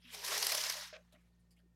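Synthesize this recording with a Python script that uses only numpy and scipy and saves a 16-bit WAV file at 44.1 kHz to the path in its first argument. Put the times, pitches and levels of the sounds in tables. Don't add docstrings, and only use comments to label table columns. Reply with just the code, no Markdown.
import sys
import numpy as np
from scipy import signal
from scipy.fft import rfft, irfft, next_fast_len
from scipy.io import wavfile
from scipy.ndimage import uniform_filter1d, map_coordinates

SR = 44100
rng = np.random.default_rng(int(sys.argv[2]) if len(sys.argv) > 2 else 0)


def gain_from_db(level_db):
    decades = np.asarray(level_db, float) / 20
    return 10 ** decades


def dump(signal):
    limited = np.clip(np.atleast_2d(signal).T, -1, 1)
    pcm = np.round(limited * 32767).astype(np.int16)
    wavfile.write(sys.argv[1], SR, pcm)


N = 77175
T = np.arange(N) / SR

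# (multiple of the fundamental, level [dB rms])
HUM_LINES = [(1, -73), (2, -80), (3, -73.5), (4, -90)]
# (frequency [Hz], density [dB per Hz])
AIR_SPECTRUM = [(20, -5.5), (120, 13.5), (250, 5), (330, 6), (600, 0), (1400, -10.5), (5000, -14.5),
                (15700, -20.5)]
# (time [s], level [dB])
HAND_STROKES = [
    [(0, -81.5), (.04, -66.5), (.055, -62.5), (.11, -58.5), (.14, -56), (.2, -60), (.26, -84.5)],
    [(.76, -87), (.84, -56), (.885, -62.5), (.926, -70), (.93, -57.5), (.968, -59), (.978, -95),
     (1.01, -103), (1.04, -92.5)],
]
# (frequency [Hz], density [dB per Hz])
HAND_SPECTRA = [
    [(700, -32), (1100, -16.5), (2300, -3), (3300, 1), (4100, -10), (6000, -15), (7800, -39.5),
     (11500, -19), (15700, -39)],
    [(700, -30.5), (1100, 2.5), (2800, 3), (7000, -12), (8000, -27), (15700, -42)],
]
# (time [s], level [dB], ring pitch [Hz], crack [dB], rattle [s])
SLAT_TICKS = [(.003, -81.5, 9500, -6, 0.012), (.02, -75, 4900, -21, 0.022), (.972, -71.5, 1490, -25, 0.015),
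              (1.123, -72.5, 3690, 0, 0.012), (1.125, -76.5, 2770, -10, 0.029),
              (1.123, -76, 1280, -17, 0.038), (1.148, -71.5, 1995, -34, 0.016),
              (1.18, -83.5, 2420, -11, 0.035), (1.208, -85, 1440, 1, .01), (1.235, -88.5, 2167, -2, 0.051),
              (1.395, -90.5, 9500, 2, .015), (1.507, -77.5, 4800, 3, 0.017),
              (1.507, -91.5, 2220, -25, 0.021), (1.564, -79.5, 2267, -4, 0.006),
              (1.571, -80, 2710, -10.5, 0.0077), (1.579, -81, 3206, -8.5, 0.013),
              (1.587, -89, 4500, 0.5, .012), (1.594, -83, 1640, -10, 0.017)]
# (frequency [Hz], density [dB per Hz])
CRACK_SPECTRUM = [(1500, -17), (3390, -10), (6430, -8.5), (10500, -6.5), (13000, -10.5), (15700, -21.5)]
# (frequency [Hz], decay by 60 dB [s])
ROOM_T60 = [(300, 0.26), (2000, 0.18), (10000, 0.21)]
# (time [s], level [dB], strongest pitch [Hz], free ringing [s])
RAIL_KNOCKS = [(0.046, -57, 240, 0.067), (.14, -62, 402, 0.045), (.141, -54, 720, 0.006),
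               (.175, -56, 420, 0.063), (.24, -58, 970, 0.055), (0.318, -47.5, 1120, 0.0088),
               (.316, -45, 1390, 0.0066), (.317, -42.5, 566, 0.0074), (.355, -50, 419, .05),
               (.424, -52, 950, 0.0098), (0.701, -53, 950, 0.0051), (.292, -46.5, 420, 0.075),
               (.445, -56.5, 428, 0.031), (0.518, -43, 626, 0.0061), (.546, -43, 623, 0.0043),
               (.577, -45.5, 614, 0.0096), (.662, -47.5, 640, 0.0081), (.696, -47, 616, 0.0049),
               (.752, -49, 596, 0.082), (.927, -51.5, 581, 0.031), (.961, -53.5, 608, 0.011),
               (.976, -60.5, 584, 0.031), (1.126, -64, 651, 0.052), (1.14, -61.5, 230, 0.021),
               (1.17, -68.5, 300, .02), (1.58, -82.5, 660, .05), (1.633, -65, 350, 0.028),
               (1.659, -71, 301, 0.03)]
# (frequency [Hz], level [dB])
RAIL_MODES = [(240, -4), (300, -5.5), (370, -7.5), (412, -1.5), (505, 0.5), (555, -6.5), (595, -4.5),
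              (630, 0), (670, -5), (720, -7), (780, 3.5), (960, 2), (1140, 6.5), (1350, 4)]
# (time [s], rasp level [dB], treble [dB])
CORD_PULL = [(0, -92, 0), (0.109, -67, 6), (0.137, -50.5, 5.5), (.16, -52, 2), (0.233, -49.5, 0),
             (0.249, -44.5, 4.5), (0.3, -41.5, 2.5), (0.321, -37, 0.5), (.42, -39.5, 2), (.55, -39, 2.5),
             (.69, -42.5, 0), (.74, -44, -0.5), (.82, -47.5, -1), (0.879, -54, -1), (0.913, -62, -9),
             (.926, -66, -16), (0.966, -85, -23), (.985, -99, -24)]
# (frequency [Hz], density [dB per Hz])
RASP_SPECTRUM = [(260, -51.5), (330, -20.5), (410, -5.5), (1370, -7), (4000, -3.5), (6200, -6.5),
                 (7000, -9), (12500, -14.5), (15700, -24.5)]
# (frequency [Hz], width [Hz], level [dB])
SLAT_MODES = [(985, 100, -3), (1928, 460, -8), (5353, 1000, -4), (9500, 1200, -11), (12220, 900, -12.5)]
# (time [s], level [dB], rattle [s], brightness [dB], rise [s])
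SLAT_CLAPS = [(0.1266, -49.5, 0.0062, 8, .001), (0.1436, -35.5, 0.0081, 1.5, 0.0012),
              (0.176, -43.5, 0.0022, 0, 0.0012), (0.2183, -37, 0.0043, 1, 0.0023),
              (0.2445, -29.5, 0.0073, -1, .001), (0.2634, -27.5, 0.0023, -3, .001),
              (0.2764, -29, 0.008, -4.5, .001), (0.306, -30, 0.0062, -5.5, 0.0023),
              (0.3496, -26, 0.0025, 2.5, 0.0013), (0.376, -22.5, 0.0053, 2.5, 0.00087),
              (0.387, -28, .002, 0, 0.00046), (0.4222, -30, .002, 3, .0006),
              (0.4258, -18.5, 0.0044, 0, 0.00081), (0.4439, -27, 0.0069, 2.5, .0015),
              (0.467, -18, 0.0027, 4.5, 0.0005), (0.469, -27, .005, 0.5, .001),
              (0.489, -25, 0.013, 1, 0.0039), (0.5175, -26.5, .002, 3, 0.00055),
              (0.5193, -20, 0.0056, 3, .001), (0.530, -30.5, 0.0065, -2.5, 0.0016),
              (0.5463, -21, 0.0059, 4, 0.00045), (0.5753, -25, 0.0016, 8, .0005),
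              (0.578, -22, 0.005, -4, 0.0021), (0.6036, -27.5, 0.013, -1, 0.0012),
              (0.636, -24.5, 0.0051, -6, .001), (0.663, -27.5, 0.0068, -6, 0.0018),
              (0.6958, -22, 0.0073, 0.5, 0.0015), (0.707, -32, 0.0041, -2.5, 0.0011),
              (0.7197, -29, 0.0076, -1.5, 0.0022), (0.7397, -31, 0.0024, -1.5, .001),
              (0.7676, -33.5, 0.006, -1, .001), (0.8097, -37.5, 0.0037, -2, .001),
              (0.853, -43.5, 0.0056, -1, 0.0011), (.932, -51, .006, -30, .001),
              (.949, -53, .004, -30, .001), (.963, -53, 0.0047, -30, .001)]
# (frequency [Hz], density [dB per Hz])
STACK_SPECTRUM = [(260, -50.5), (500, -13), (1390, -9), (3800, -2.5), (5000, 1.5), (6200, 0.5), (7200, -10),
                  (12300, -8), (15700, -19.5)]
# (frequency [Hz], density [dB per Hz])
SWAY_SPECTRUM = [(300, -42), (600, 0.5), (1200, 2), (3000, -1.5), (6000, -5.5), (15700, -18)]

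HUM_HZ, THROB_DB = 58.5, 2.5
HUM_DUCK_DB = 6.5
WHINE_HZ, WHINE_DB, WHINE_PER_S = 1830, -98, 14.9
AIR_DB, ROOM_DB = -80.5, -14
TICK_RISE_S, TICK_T60_S = 0.00028, 0.075
TICK_SHARPNESS = 2.5
SNAP_S = 0.00095
RAIL_T60_S, DAMPED_T60_S = 0.34, 0.052
REACH_OCTAVES, SETTLE_S = 0.2, 0.08
BUZZ_DB, BUZZ_PER_S = 2.5, 90
GRAINS_PER_S, GRAIN_SPREAD_DB, SMOOTH_SHARE = 3000, 2, 0.86
THINS_FROM_S, THINS_DB_PER_S, BODY_HZ = 0.49, 68, 790
CLAP_DB, CLAP_T60_S, RATTLE_PER_S = -11, 0.015, 4000
SWAY_DB, SWAY_FROM_S, SWAY_T60_S = -75.5, 0.78, 2.73
TOP_HZ = 15850


def unit(x):
    return x / np.sqrt(np.mean(x ** 2) + 1e-20)


def along(points, hz):
    f, v = np.transpose(points)
    return np.interp(np.log(hz + 1), np.log(f + 1), v)


def filtered(x, response):
    m = next_fast_len(len(x) + 8192)
    return irfft(rfft(x, m) * response(np.fft.rfftfreq(m, 1 / SR)), m)[:len(x)]


def coloured(x, spectrum):
    return unit(filtered(x, lambda hz: gain_from_db(along(spectrum, hz))))


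def peak(f, hz, width):
    return 1j * f * width / (hz * hz - f * f + 1j * f * width + 1e-9)


def wobble(rate, size=N):
    knots = rng.standard_normal(int(size * rate / SR) + 4)
    return map_coordinates(knots, [T[:size] * rate])


def grit(per_s, spread_db, smooth, size):
    chance, sign, strength = rng.random((3, size))
    hits = (chance < per_s / SR) * np.sign(sign - 0.5) * gain_from_db(-spread_db * np.log(strength + 0.012))
    smooth = np.clip(smooth, 0, 1)
    return np.sqrt(1 - smooth) * unit(hits) + np.sqrt(smooth) * rng.standard_normal(size)


def patches(x, patchy_db):
    z = signal.stft(x, nperseg=256)[2]
    field = uniform_filter1d(rng.standard_normal(z.shape), 5, 0)
    field = uniform_filter1d(field, 5, 1)
    return signal.istft(z * gain_from_db(patchy_db * unit(field)), nperseg=256)[1][:len(x)]


def burst(rise_s, hold_s, t60, t):
    rise = 1 - np.exp(-t / rise_s)
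    snap = 1 + np.exp(-t / SNAP_S)
    return rise * snap * gain_from_db(-60 * np.maximum(t - hold_s, 0) / t60)


def background():
    pulse = 2 * np.pi * WHINE_PER_S * T
    rasp_on = np.interp(T, [0.2, 0.35, 0.7, 0.8], [0, 1, 1, 0])
    second_db = THROB_DB * np.sin(pulse + 1.7) - HUM_DUCK_DB * rasp_on
    hum = np.zeros(N)
    for k, db in HUM_LINES:
        level_db = db + 0.5 * k * wobble(30) + (k == 2) * second_db
        hum += np.sqrt(2) * gain_from_db(level_db) * np.sin(2 * np.pi * k * HUM_HZ * T + 1.5 * k * k)
    whine_db = WHINE_DB + 5.5 * np.tanh(3 * np.sin(pulse + 2.26) + 1.9)
    whine = np.sqrt(2) * gain_from_db(whine_db) * np.sin(2 * np.pi * WHINE_HZ * T)
    return hum + whine + gain_from_db(AIR_DB) * coloured(rng.standard_normal(N), AIR_SPECTRUM)


def hand():
    out = np.zeros(N)
    for stroke, spectrum in zip(HAND_STROKES, HAND_SPECTRA):
        brush = patches(coloured(grit(2200, 1.4, 0.92, size=N), spectrum), patchy_db=2.5)
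        s, db = np.transpose(stroke)
        out += brush * gain_from_db(1.6 * wobble(50) + np.interp(T, s, db, left=-120, right=-120))
    return out


def ticks():
    out, t = np.zeros(N + SR), T[:SR // 6]
    for s, db, hz, crack_db, hold_s in SLAT_TICKS:
        contact = grit(1300, 4.5, 0.58, size=len(t))
        width = min(hz, 2300) / TICK_SHARPNESS
        ring = unit(filtered(contact, lambda f: peak(f, hz, width) ** 2))
        x = ring + gain_from_db(crack_db) * coloured(contact, CRACK_SPECTRUM)
        out[round(s * SR):][:len(t)] += gain_from_db(db) * x * burst(TICK_RISE_S, hold_s, TICK_T60_S, t)
    return out[:N]


def room(x):
    hz, t, z = signal.stft(rng.standard_normal(SR // 3), SR, nperseg=256)
    decay = gain_from_db(-60 * t / along(ROOM_T60, hz)[:, None])
    tail = signal.istft(z * decay, SR, nperseg=256)[1]
    return signal.fftconvolve(np.pad(x, (200, 0)), tail / np.linalg.norm(tail))[:N]


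def rail():
    out, t = np.zeros(N + SR), T[:SR // 4]
    hz, level = np.transpose(RAIL_MODES)[:, :, None]
    for s, db, centre_hz, ring_s in RAIL_KNOCKS:
        octaves = np.log2(hz / centre_hz)
        near_db = -6 * (octaves / REACH_OCTAVES * (1 + (ring_s / SETTLE_S) ** 2)) ** 2
        fade_db = -60 * t / RAIL_T60_S - 60 * np.maximum(t - ring_s, 0) / DAMPED_T60_S
        buzz_db = BUZZ_DB * np.array([wobble(BUZZ_PER_S, size=len(t)) for mode in RAIL_MODES])
        pitch = hz * (1 + 0.015 * rng.standard_normal(hz.shape))
        phase = 1.5 * rng.random(hz.shape)
        modes = gain_from_db(db + level + near_db + buzz_db + fade_db) * np.sin(2 * np.pi * pitch * t + phase)
        out[round(s * SR):][:len(t)] += modes.sum(0) * (1 - np.exp(-(t / 0.0017) ** 2))
    return out[:N]


def cord():
    s, db, treble_db = np.transpose(CORD_PULL)
    x = grit(GRAINS_PER_S, GRAIN_SPREAD_DB, SMOOTH_SHARE, size=N)
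    x = filtered(x, lambda f: 0.7 + sum(gain_from_db(g) * peak(f, c, w) for c, w, g in SLAT_MODES))
    x = unit(patches(coloured(x, RASP_SPECTRUM), patchy_db=2))
    high = filtered(x, lambda f: f > 7000)
    low = filtered(x, lambda f: 1 / (1 + (f / BODY_HZ) ** 6))
    high_gain = gain_from_db(np.interp(T, s, treble_db))
    low_gain = gain_from_db(-THINS_DB_PER_S * np.maximum(T - THINS_FROM_S, 0))
    x = x + (high_gain - 1) * high + (low_gain - 1) * low
    return x * gain_from_db(np.interp(T, s, db, right=-120) + 0.8 * wobble(60))


def claps():
    out, t = np.zeros(N + SR), T[:SR // 8]
    for s, db, hold_s, bright_db, rise_s in SLAT_CLAPS:
        contacts = grit(RATTLE_PER_S, 3.0, 0.5, size=len(t))
        x = patches(coloured(contacts, STACK_SPECTRUM), patchy_db=1.0)
        x = x + (gain_from_db(bright_db) - 1) * filtered(x, lambda f: f > 7500)
        x = x / np.std(x[:round(hold_s * SR) + 100])
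        out[round(s * SR):][:len(t)] += gain_from_db(db + CLAP_DB) * x * burst(rise_s, hold_s, CLAP_T60_S, t)
    return out[:N]


def sway():
    rustle = patches(coloured(grit(1200, 3, 0.73, size=N), SWAY_SPECTRUM), patchy_db=3.0)
    fade_db = -60 * np.maximum(T - SWAY_FROM_S, 0) / SWAY_T60_S
    return gain_from_db(SWAY_DB + fade_db) * (T > 0.5) * rustle


def scene():
    blind = hand() + ticks() + cord() + claps() + sway()
    return (background() + blind + gain_from_db(ROOM_DB) * room(blind) + rail())[None]


def roll_off(x):
    return signal.sosfilt(signal.butter(12, 15880, fs=SR, output="sos"), x)


def record(dry):
    mix = filtered(dry[0], lambda hz: hz < TOP_HZ)[None]
    return roll_off(mix)


dry = scene()
out = record(dry)
dump(out)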